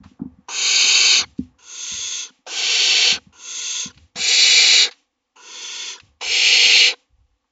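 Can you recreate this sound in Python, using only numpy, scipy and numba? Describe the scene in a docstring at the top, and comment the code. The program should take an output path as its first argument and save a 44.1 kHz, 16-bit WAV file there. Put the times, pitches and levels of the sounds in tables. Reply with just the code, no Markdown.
"""Two barn owlets beg in turn inside a wooden nest box, one close to the microphone, one further back.
Each call is turbulent air in throat resonances that rise as the beak opens and fall as it shuts.
Between calls the birds shuffle: claws scrape, a beak snaps, feet thump the boards and the box rocks.
The box rings around them, over a faint steady hiss; the recorder keeps a narrow, gated band."""
import sys
import numpy as np
from scipy import signal
from scipy.io import wavfile
from scipy.ndimage import uniform_filter1d, minimum_filter1d
from numba import njit

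SR = 44100
rng = np.random.default_rng(int(sys.argv[2]) if len(sys.argv) > 2 else 0)


def to_wav(s):
    """Save 16-bit WAV."""
    ch = np.atleast_2d(s).T  # columns
    pcm = np.round(np.clip(ch, -1, 1) * 32767)  # PCM
    wavfile.write(sys.argv[1], SR, pcm.astype(np.int16))


N = 331191
T = np.arange(N) / SR


def undb(db):
    """Decibels to gain."""
    return 10 ** (np.asarray(db) / 20)


def unit(x):
    """Scale to rms 1."""
    return x / np.sqrt(np.mean(x ** 2))


def add(out, start_s, x):
    """Mix x in at a time in seconds."""
    i = max(int(start_s * SR), 0)
    out[i:i + len(x)] += x[:N - i]


@njit
def moving_bandpass(x, hz, width):
    """State-variable band-pass with a moving centre, gain 1 there."""
    y, band_state, low_state = np.empty(len(x)), 0., 0.
    for i in range(len(x)):
        g, damping = np.tan(np.pi * hz[i] / SR), width / hz[i]
        v = (band_state + g * (x[i] + 1e-18 - low_state)) / (1 + g * (g + damping))
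        band_state = 2 * v - band_state
        low_state = low_state + 2 * g * v
        y[i] = damping * v
    return y


def band(x, hz, width):
    """One resonance, fixed or moving."""
    return moving_bandpass(x, hz * np.ones(len(x)), float(width))


def air(size, hz, width):
    """Turbulence passed twice through a resonance, which gives it steep skirts."""
    return band(band(rng.standard_normal(size), hz, width), hz, width)


def rush(size, resonances, stretch=1):
    """Turbulence in a set of resonances that move together; rms 1."""
    return unit(sum(undb(db) * air(size, hz * stretch, width) for hz, width, db in resonances))


# Resonances of throat and surroundings for each pose of the head, near owlet then far owlet.
# Each row: frequency with the beak open in Hz, width of each filter pass in Hz, relative gain in dB.
NEAR_BOWED = [(400, 280, -25.5), (777, 370, -24), (1142, 220, -20), (1540, 280, -18), (2266, 210, -5),
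              (2587, 400, -2.5), (3048, 240, -2.5), (3797, 340, -2.5), (4213, 190, -1), (4570, 260, -0.9),
              (5040, 620, -9.5), (6230, 660, -5.5), (6745, 450, -3.5), (7440, 200, -13)]
NEAR_LOW = [(434, 283, -20.5), (744, 180, -17.5), (1130, 460, -23.5), (1540, 180, -15), (2335, 670, -9.5),
            (2680, 160, -3.2), (3083, 620, -4.5), (3520, 290, -7), (3870, 500, -7.5), (4427, 500, -4),
            (5500, 1200, -8.5), (6370, 370, -14), (6660, 1600, -12.5), (7370, 450, -22.5)]
NEAR_TURNED = [(463, 310, -25.5), (747, 150, -22), (1400, 810, -28), (1630, 150, -18.5), (2104, 200, -5),
               (2370, 240, -3.1), (2625, 210, -7.5), (2900, 140, -5), (3460, 160, -6.5), (3853, 240, -3.5),
               (4260, 1300, -3), (5760, 580, -6.5), (6080, 170, -6.5), (6820, 380, -4), (7400, 590, -9.5)]
NEAR_CROUCHED = [(460, 280, -20.5), (767, 180, -19), (1330, 610, -29.5), (1560, 110, -24), (2128, 260, -4),
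                 (2380, 280, 0.5), (2770, 530, 0.5), (3140, 830, -5.5), (3690, 340, -5.5), (4210, 470, -1),
                 (4740, 370, -6.5), (5380, 400, -7.5), (6380, 960, -11.5), (7360, 230, -11.1)]
FAR_RAISED = [(400, 340, -27.5), (1022, 190, -20), (1412, 170, -18), (2128, 500, -15), (2670, 360, -10),
              (3450, 490, -5.6), (4416, 1500, -10.5), (4765, 340, -19), (5280, 250, -12), (6075, 540, -6.5),
              (6474, 610, -0.5), (7335, 260, -9.5)]
FAR_TUCKED = [(401, 270, -16.5), (990, 170, -10.5), (1414, 240, -12), (1870, 150, -9.5), (2170, 130, -5.5),
              (2630, 560, -7), (3384, 620, -4), (4380, 340, -4.5), (5040, 1200, -9.5), (6040, 460, -6.5),
              (6280, 900, -5.5), (6880, 160, -5.5), (7350, 400, -14)]
# The begging calls, near and far by turns. Each row: owlet, pose of the head, effort, beak.
# Effort: hiss level in dB, its swell in dB, swell time constant in s, release in s,
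# low airflow level in dB, its swell in dB, brightness in dB.
# Beak: opens at s, shuts at s, opening tone in Hz and dB, closing tone in Hz and dB,
# mouth resonance from Hz, to Hz.
CALLS = [ ("near", NEAR_BOWED, (-13.1, 23, .102, .085, -30.8, 9.5, -7),
         (.483, 1.252, 970, -31, 930, -33.5, 3990, 4750)),
         ("far", FAR_RAISED, (-26, 43, .098, .13, -49.3, 17, -2.4),
         (1.577, 2.311, 1400, -57, 1340, -52.5, 3300, 3550)),
         ("near", NEAR_LOW, (-14.6, 23.5, .108, .1, -32.8, 7.5, -8.1),
         (2.464, 3.193, 700, -33.5, 1150, -43, 4450, 4350)),
         ("far", FAR_RAISED, (-24.3, 46, .093, .132, -47.2, 17, -2.3),
         (3.321, 3.922, 926, -54, 1330, -47, 3340, 3550)),
         ("near", NEAR_TURNED, (-11.1, 22.5, .078, .11, -31.2, 8, -9.8),
         (4.155, 4.901, 750, -35, 1944, -41, 4730, 3750)),
         ("far", FAR_TUCKED, (-29.1, 34, .115, .102, -46.5, 10, -5),
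         (5.356, 5.995, 912, -49.5, 1484, -46, 3320, 3400)),
         ("near", NEAR_CROUCHED, (-11.2, 20.5, .105, .11, -33.8, 8, -10.3),
         (6.208, 6.95, 796, -28.5, 945, -45, 4760, 3900))]


def begging():
    """Both owlets call by turns, each call with its own pose, push of air and beak movement."""
    out = np.zeros(N)
    for owlet, pose, effort, beak in CALLS:
        add(out, beak[0], call(owlet, pose, effort, beak))
    return out


# Manner of the near and the far owlet. Each row: attack in s, airflow swell time constant in s,
# extra brightness at the start in dB, mouth resonance in dB, wheeze over the opening tone in dB.
OWLETS = {"near": (.0045, .33, 4, 2.8, -18), "far": (.011, .085, 1, 4, 0)}
# The mouth resonance grows out of a dip
MOUTH_GROWTH_S, MOUTH_DIP_DB = .15, 7


def call(owlet, pose, effort, beak, open_s=.012, shut_s=0.037, sag=.1, mouth_width_hz=450,
         flutter=.05, flutter_hz=170, ring_s=.027):
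    """One rasping hiss: the air starts abruptly, swells with effort and is cut as the beak shuts."""
    start, end, open_hz, open_db, shut_hz, shut_db, first_hz, last_hz = beak
    t = np.arange(start, end, 1 / SR)
    size, since, left = len(t), t - start, end - t
    attack_s, flow_swell_s, start_bright_db, mouth_db, wheeze_db = OWLETS[owlet]
    hiss_db, flow_db, bright_db = push_of_air(effort, since, left, flow_swell_s, start_bright_db)
    # a half-shut beak lowers every upper resonance
    stretch = 1 - sag * (np.exp(-since / open_s) + np.exp(-left / shut_s))
    low = rush(size, [r for r in pose if r[0] < 1750])
    middle = rush(size, [r for r in pose if 1750 <= r[0] < 5300], stretch)
    high = rush(size, [r for r in pose if r[0] >= 5300], stretch)
    # the main mouth resonance grows and slides through the call
    mouth = undb(mouth_db - MOUTH_DIP_DB * np.exp(-since / MOUTH_GROWTH_S))
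    mouth_hz = np.linspace(first_hz, last_hz, size)
    middle = unit(middle + (mouth - 1) * band(middle, mouth_hz, mouth_width_hz))
    high_share = np.clip(undb(bright_db), 0, .95)
    hiss = unit(reflections(np.sqrt(1 - high_share ** 2) * middle + high_share * high))
    # loose membranes flutter in the jet
    hiss = hiss * (1 + flutter * unit(air(size, flutter_hz, 200)))
    # the barely open mouth starts with a hollow tone
    opening = unit(air(size, open_hz, 380)) * undb(open_db) * np.exp(-since / ring_s)
    wheeze = undb(open_db + wheeze_db) * thin_wheeze(since)
    whistle = undb(shut_db) * closing(left, shut_hz)
    valve = np.clip(np.minimum(since / attack_s, left / 0.0078), 0, 1)
    return valve * (hiss * undb(hiss_db) + low * undb(flow_db) + opening + wheeze + whistle)


# As the throat opens the hiss mellows; the effort wavers a little (rms dB)
MELLOW_S, WAVER_DB, WAVER_HZ = .25, .25, 10
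# The shutting beak chokes the hiss ever faster; low airflow and brightness lose a share of it
CHOKE_DB, CHOKE_POWER, FLOW_CHOKE_SHARE, BRIGHT_CHOKE_SHARE = 37, 2.5, .15, .11


def push_of_air(effort, since, left, flow_swell_s, start_bright_db):
    """Levels of hiss, low airflow and brightness: the push swells, holds, and the shutting beak chokes it."""
    hiss_db, swell_db, swell_s, release_s, flow_db, flow_swell_db, bright_db = effort
    choke_db = CHOKE_DB * np.maximum(1 - left / release_s, 0) ** CHOKE_POWER
    waver_db = WAVER_DB * unit(air(len(since), WAVER_HZ, 2 * WAVER_HZ))
    hiss_db = hiss_db - swell_db * np.exp(-since / swell_s) - choke_db + waver_db
    flow_db = flow_db - flow_swell_db * np.exp(-since / flow_swell_s)
    flow_db = flow_db - FLOW_CHOKE_SHARE * choke_db + waver_db
    bright_db = bright_db + start_bright_db * np.exp(-since / MELLOW_S) - BRIGHT_CHOKE_SHARE * choke_db
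    return hiss_db, flow_db, bright_db


# Resonances of the barely parted beak.
# Each row: frequency in Hz, width of each filter pass in Hz, relative gain in dB.
WHEEZE = [(970, 160, 1), (1410, 140, 1), (2750, 400, 0), (4450, 300, -9), (6450, 650, -4)]
WHEEZE_S = .2


def thin_wheeze(since):
    """Air leaks thinly through the barely parted beak and fades as the call goes on."""
    return rush(len(since), WHEEZE) * np.exp(-(since / WHEEZE_S) ** 2)


# Resonances of the almost shut mouth. Each row: multiple of the closing tone, relative gain in dB.
SHUT_MOUTH = [(1, 0), (2.15, -6), (3.2, -8), (4.4, -7)]


def closing(left, hz, last_s=.026, fall=.4, width_hz=130):
    """In the last moments of a call the shutting mouth whistles and falls in pitch."""
    glide = 1 + fall * np.minimum(left / last_s, 2) ** 1.5
    resonances = [(hz * multiple, width_hz, db) for multiple, db in SHUT_MOUTH]
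    return rush(len(left), resonances, glide) * np.exp(-(left / last_s) ** 4)


def reflections(x, wall_db=-11, longest_s=.009, count=14):
    """The close walls return a cluster of echoes that comb the hiss, differently for each call."""
    lags, sizes = rng.uniform(.001, longest_s, count), rng.standard_normal(count)
    sizes = sizes * np.exp(-lags / longest_s)
    response = np.zeros(SR // 40)
    response[0] = 1
    response[(lags * SR).astype(int)] += undb(wall_db) * sizes / np.linalg.norm(sizes)
    return signal.fftconvolve(x, response / np.linalg.norm(response))[:len(x)]


# Claws and beaks on hard surfaces inside the box.
# Each row: start in seconds, level in dB, rise time constant in s, t60 in s, centre in Hz.
SCRAPES = [(.035, -42, 0.004, 0.12, 1300), (.037, -47.5, 0.0032, 0.063, 4000), (.11, -60, .005, 0.11, 2500),
           (.192, -46, .001, 0.28, 600), (.194, -59, .002, .06, 4500), (1.361, -50, .004, 0.07, 5000),
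           (1.381, -49, .002, 0.055, 5500), (3.942, -51, .003, 0.073, 4500),
           (3.974, -37, 0.0034, 0.037, 3520), (4.093, -60, 0.0016, 0.045, 3500),
           (4.911, -34, 0.00052, .085, 3500), (4.934, -53, .002, .08, 3500),
           (5.998, -34.5, 0.00072, 0.044, 3600), (7.18, -63, .01, .2, 1000), (7.44, -57, .003, .08, 1100)]
# Their colour. Each row: frequency in Hz, width of each filter pass in Hz, relative gain in dB.
SCRAPE_RING = [(800, 700, 7), (1530, 760, -1), (2500, 810, -1.5), (4100, 1800, -3.5), (6520, 1400, -9.5)]


def scrapes(grain_db=3, bandwidth=1.4):
    """Short grainy bursts of horn on wood or horn on horn."""
    out, t = np.zeros(N), T[:SR // 3]
    for start_s, db, rise, t60, hz in SCRAPES:
        grain = undb(grain_db * unit(air(len(t), 150, 400)))
        shape = (1 - np.exp(-t / rise)) * undb(-60 * t / t60)
        rasp = grain * rush(len(t), SCRAPE_RING)
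        rasp = band(band(rasp, hz, bandwidth * hz), hz, bandwidth * hz)
        add(out, start_s, undb(db) * shape * unit(rasp))
    return out


# Modes of the floor boards. Each row: frequency in Hz, t60 in s, relative level in dB.
BOARDS = [(77, .3, -16.5), (205, .08, 0.5), (252, .2, -5.5), (262, .05, 6), (353, .1, -22.5),
          (443, .09, -12), (720, .08, -14.5)]
# Footfalls on the boards. Each row: start in seconds, peak level in dB, contact time in s.
STEPS = [(.002, -37.5, .006), (0.056, -35, 0.0061), (0.113, -41, .003), (0.197, -30, 0.0024),
         (0.215, -15.5, 0.0038), (.233, -25.5, 0.0028), (.255, -23, .004), (0.384, -39, 0.0064),
         (0.845, -37.5, 0.0024), (1.189, -34.5, 0.003), (1.212, -37, 0.0051), (1.389, -12, 0.0032),
         (1.917, -39.5, 0.0064), (1.938, -42, 0.0065), (2.303, -48, .003), (2.388, -54, 0.0026),
         (3.122, -29, 0.0064), (3.17, -36.5, 0.0046), (3.267, -38.5, 0.0072), (3.856, -27, .006),
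         (3.969, -46, 0.0093), (4.155, -34, 0.0065), (4.189, -34, 0.0062), (4.467, -54, 0.0065),
         (4.876, -58.5, 0.0035), (6.66, -39, .004), (7.45, -70, .002)]


def footfalls(body_hz=235, body_width_hz=230):
    """Each foot pushes the boards, which drive the air in the box; a longer push favours the lowest modes."""
    out, t = np.zeros(N), T[:SR // 2]
    boards = sum(undb(db) * np.sin(2 * np.pi * hz * t) * undb(-60 * t / t60) for hz, t60, db in BOARDS)
    for start_s, db, contact in STEPS:
        push = np.sin(np.pi * np.minimum(t / contact, 1)) ** 2
        shaken = signal.fftconvolve(np.gradient(push), boards)[:len(t)]
        thump = band(shaken, body_hz, body_width_hz)
        add(out, start_s, undb(db) * thump / np.abs(thump).max())
    return out


# Shifts of weight that rock the whole box.
# Each row: start in seconds, level in dB, rocking pitch in Hz.
SHIFTS = [(0, -46, 82), (.19, -46, 82), (.3, -52, 80), (1.2, -43, 80), (1.38, -41, 76), (1.92, -46.5, 80),
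          (3.13, -51, 79), (3.25, -59, 79), (3.85, -50, 78), (3.95, -47, 78), (4.19, -54, 78),
          (4.47, -57, 78), (6.01, -46.5, 68), (6.25, -51, 52), (6.43, -62, 45), (6.61, -57, 40),
          (6.75, -63, 40), (7.09, -54, 55), (7.17, -53, 48), (7.28, -68, 48)]
# Every shift loads the boards gradually, then the rocking dies away
SHIFT_RISE_S, SHIFT_T60_S = .025, .42


def shuffling(rock_width_hz=45, creak_db=-8, rustle_db=-29, full_stir_hz=82):
    """Moving bodies rock the box, stir its boards and rustle the litter."""
    out, t = np.zeros(N), T[:SR]
    decay = undb(-60 * np.maximum(t - SHIFT_RISE_S, 0) / SHIFT_T60_S)
    weight = np.minimum(t / SHIFT_RISE_S, 1) * decay
    for start_s, db, hz in SHIFTS:
        rock = unit(air(len(t), hz, rock_width_hz))
        creak = undb(creak_db) * unit(air(len(t), 190, 120))
        rustle = undb(rustle_db) * unit(air(len(t), 700, 790))
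        # slow rocking hardly stirs the boards
        stir = (hz / full_stir_hz) ** 5
        add(out, start_s, undb(db) * weight * (rock + stir * (creak + rustle)))
    return out


# Standing waves of the air in the box lift and cancel narrow bands.
# Each row: frequency in Hz, width in Hz, gain in dB.
BOX_AIR = [(491.7, 38, 8), (582, 130, -11.5), (664, 140, -1.5), (1616, 90, -6.5), (1950, 21, -3.5),
           (2140, 57, -6), (2870, 90, 1), (4130, 100, -3), (5340, 200, -2.5)]


def nest_box(x, ring_db=-30, ring_t60_s=.2):
    """Standing waves colour the sound made in the box, and its walls ring briefly."""
    for hz, width, db in BOX_AIR:
        x = x + (undb(db) - 1) * band(x, hz, width)
    t = T[:SR]
    tail = rng.standard_normal(len(t)) * undb(-60 * t / ring_t60_s)
    return x + undb(ring_db) * signal.fftconvolve(x, tail / np.linalg.norm(tail))[:N]


# Colour of the steady background hiss.
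# Each row: frequency in Hz, width of each filter pass in Hz, relative gain in dB.
NIGHT = [(45, 90, -17), (270, 83, -0.5), (501.6, 65, -2.5), (805, 250, -6.5), (1130, 210, -8),
         (2830, 2800, -6.5), (6000, 4500, -12)]


def night_hiss(level_db=-61):
    """Faint steady background: noise in broad overlapping bands."""
    return undb(level_db) * rush(N, NIGHT)


def scene():
    """Alternating calls and shuffling over a faint steady hiss."""
    # voices and scrapes pass through the air of the box; thumps and rocking come from its boards
    inside = nest_box(begging() + scrapes()) + footfalls() + shuffling()
    return (inside + night_hiss())[None]


def gate(x, threshold_db, depth_db, hold_s, fade_s):
    """Noise suppressor: opens at once for sound, holds, then fades the background down."""
    loud = uniform_filter1d(x ** 2, SR // 60) > undb(threshold_db) ** 2
    quiet_s = T - np.maximum.accumulate(np.where(loud, T, -np.inf))
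    return x * undb(depth_db * np.clip((quiet_s - hold_s) / fade_s, 0, 1))


def limiter(x):
    """Turns the gain down for a few ms around peaks near full scale."""
    gain = np.minimum(1, .88 / (np.abs(x) + 1e-9))
    return x * uniform_filter1d(minimum_filter1d(gain, size=129), size=129)


def filtered(x, order, ripple_db, stop_db, hz):
    """Steep elliptic low-pass."""
    return signal.sosfilt(signal.ellip(order, ripple_db, stop_db, hz, fs=SR, output="sos"), x)


def below(x, hz):
    """Gentler low-pass without delay, for splitting off the lower part."""
    return signal.sosfiltfilt(signal.butter(4, hz, fs=SR, output="sos"), x)


BAND_HZ, TOP_HZ, MIRROR_HZ = 7540, 8769, 16000


def record(dry, mirror_db=-22, gate_open_db=-58):
    """The recorder passes a narrow band, gates bass and treble, limits, and mirrors its top edge upward."""
    x = filtered(dry[0], 12, .2, 80, BAND_HZ)
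    bass = below(x, 1800)
    treble = gate(x - bass, gate_open_db, depth_db=-18.5, hold_s=0.044, fade_s=0.098)
    # the deepest rumble passes ungated
    rumble = below(x, 110)
    bass = rumble + gate(bass - rumble, gate_open_db, depth_db=-10.5, hold_s=.04, fade_s=0.12)
    # each frequency f gets a faint image at MIRROR_HZ - f
    mirror = undb(mirror_db) * 2 * np.cos(2 * np.pi * MIRROR_HZ * T)
    x = limiter(bass + treble) * (1 + mirror)
    return filtered(x, 12, .1, 70, TOP_HZ)[None]


dry = scene()
out = record(dry)
to_wav(out)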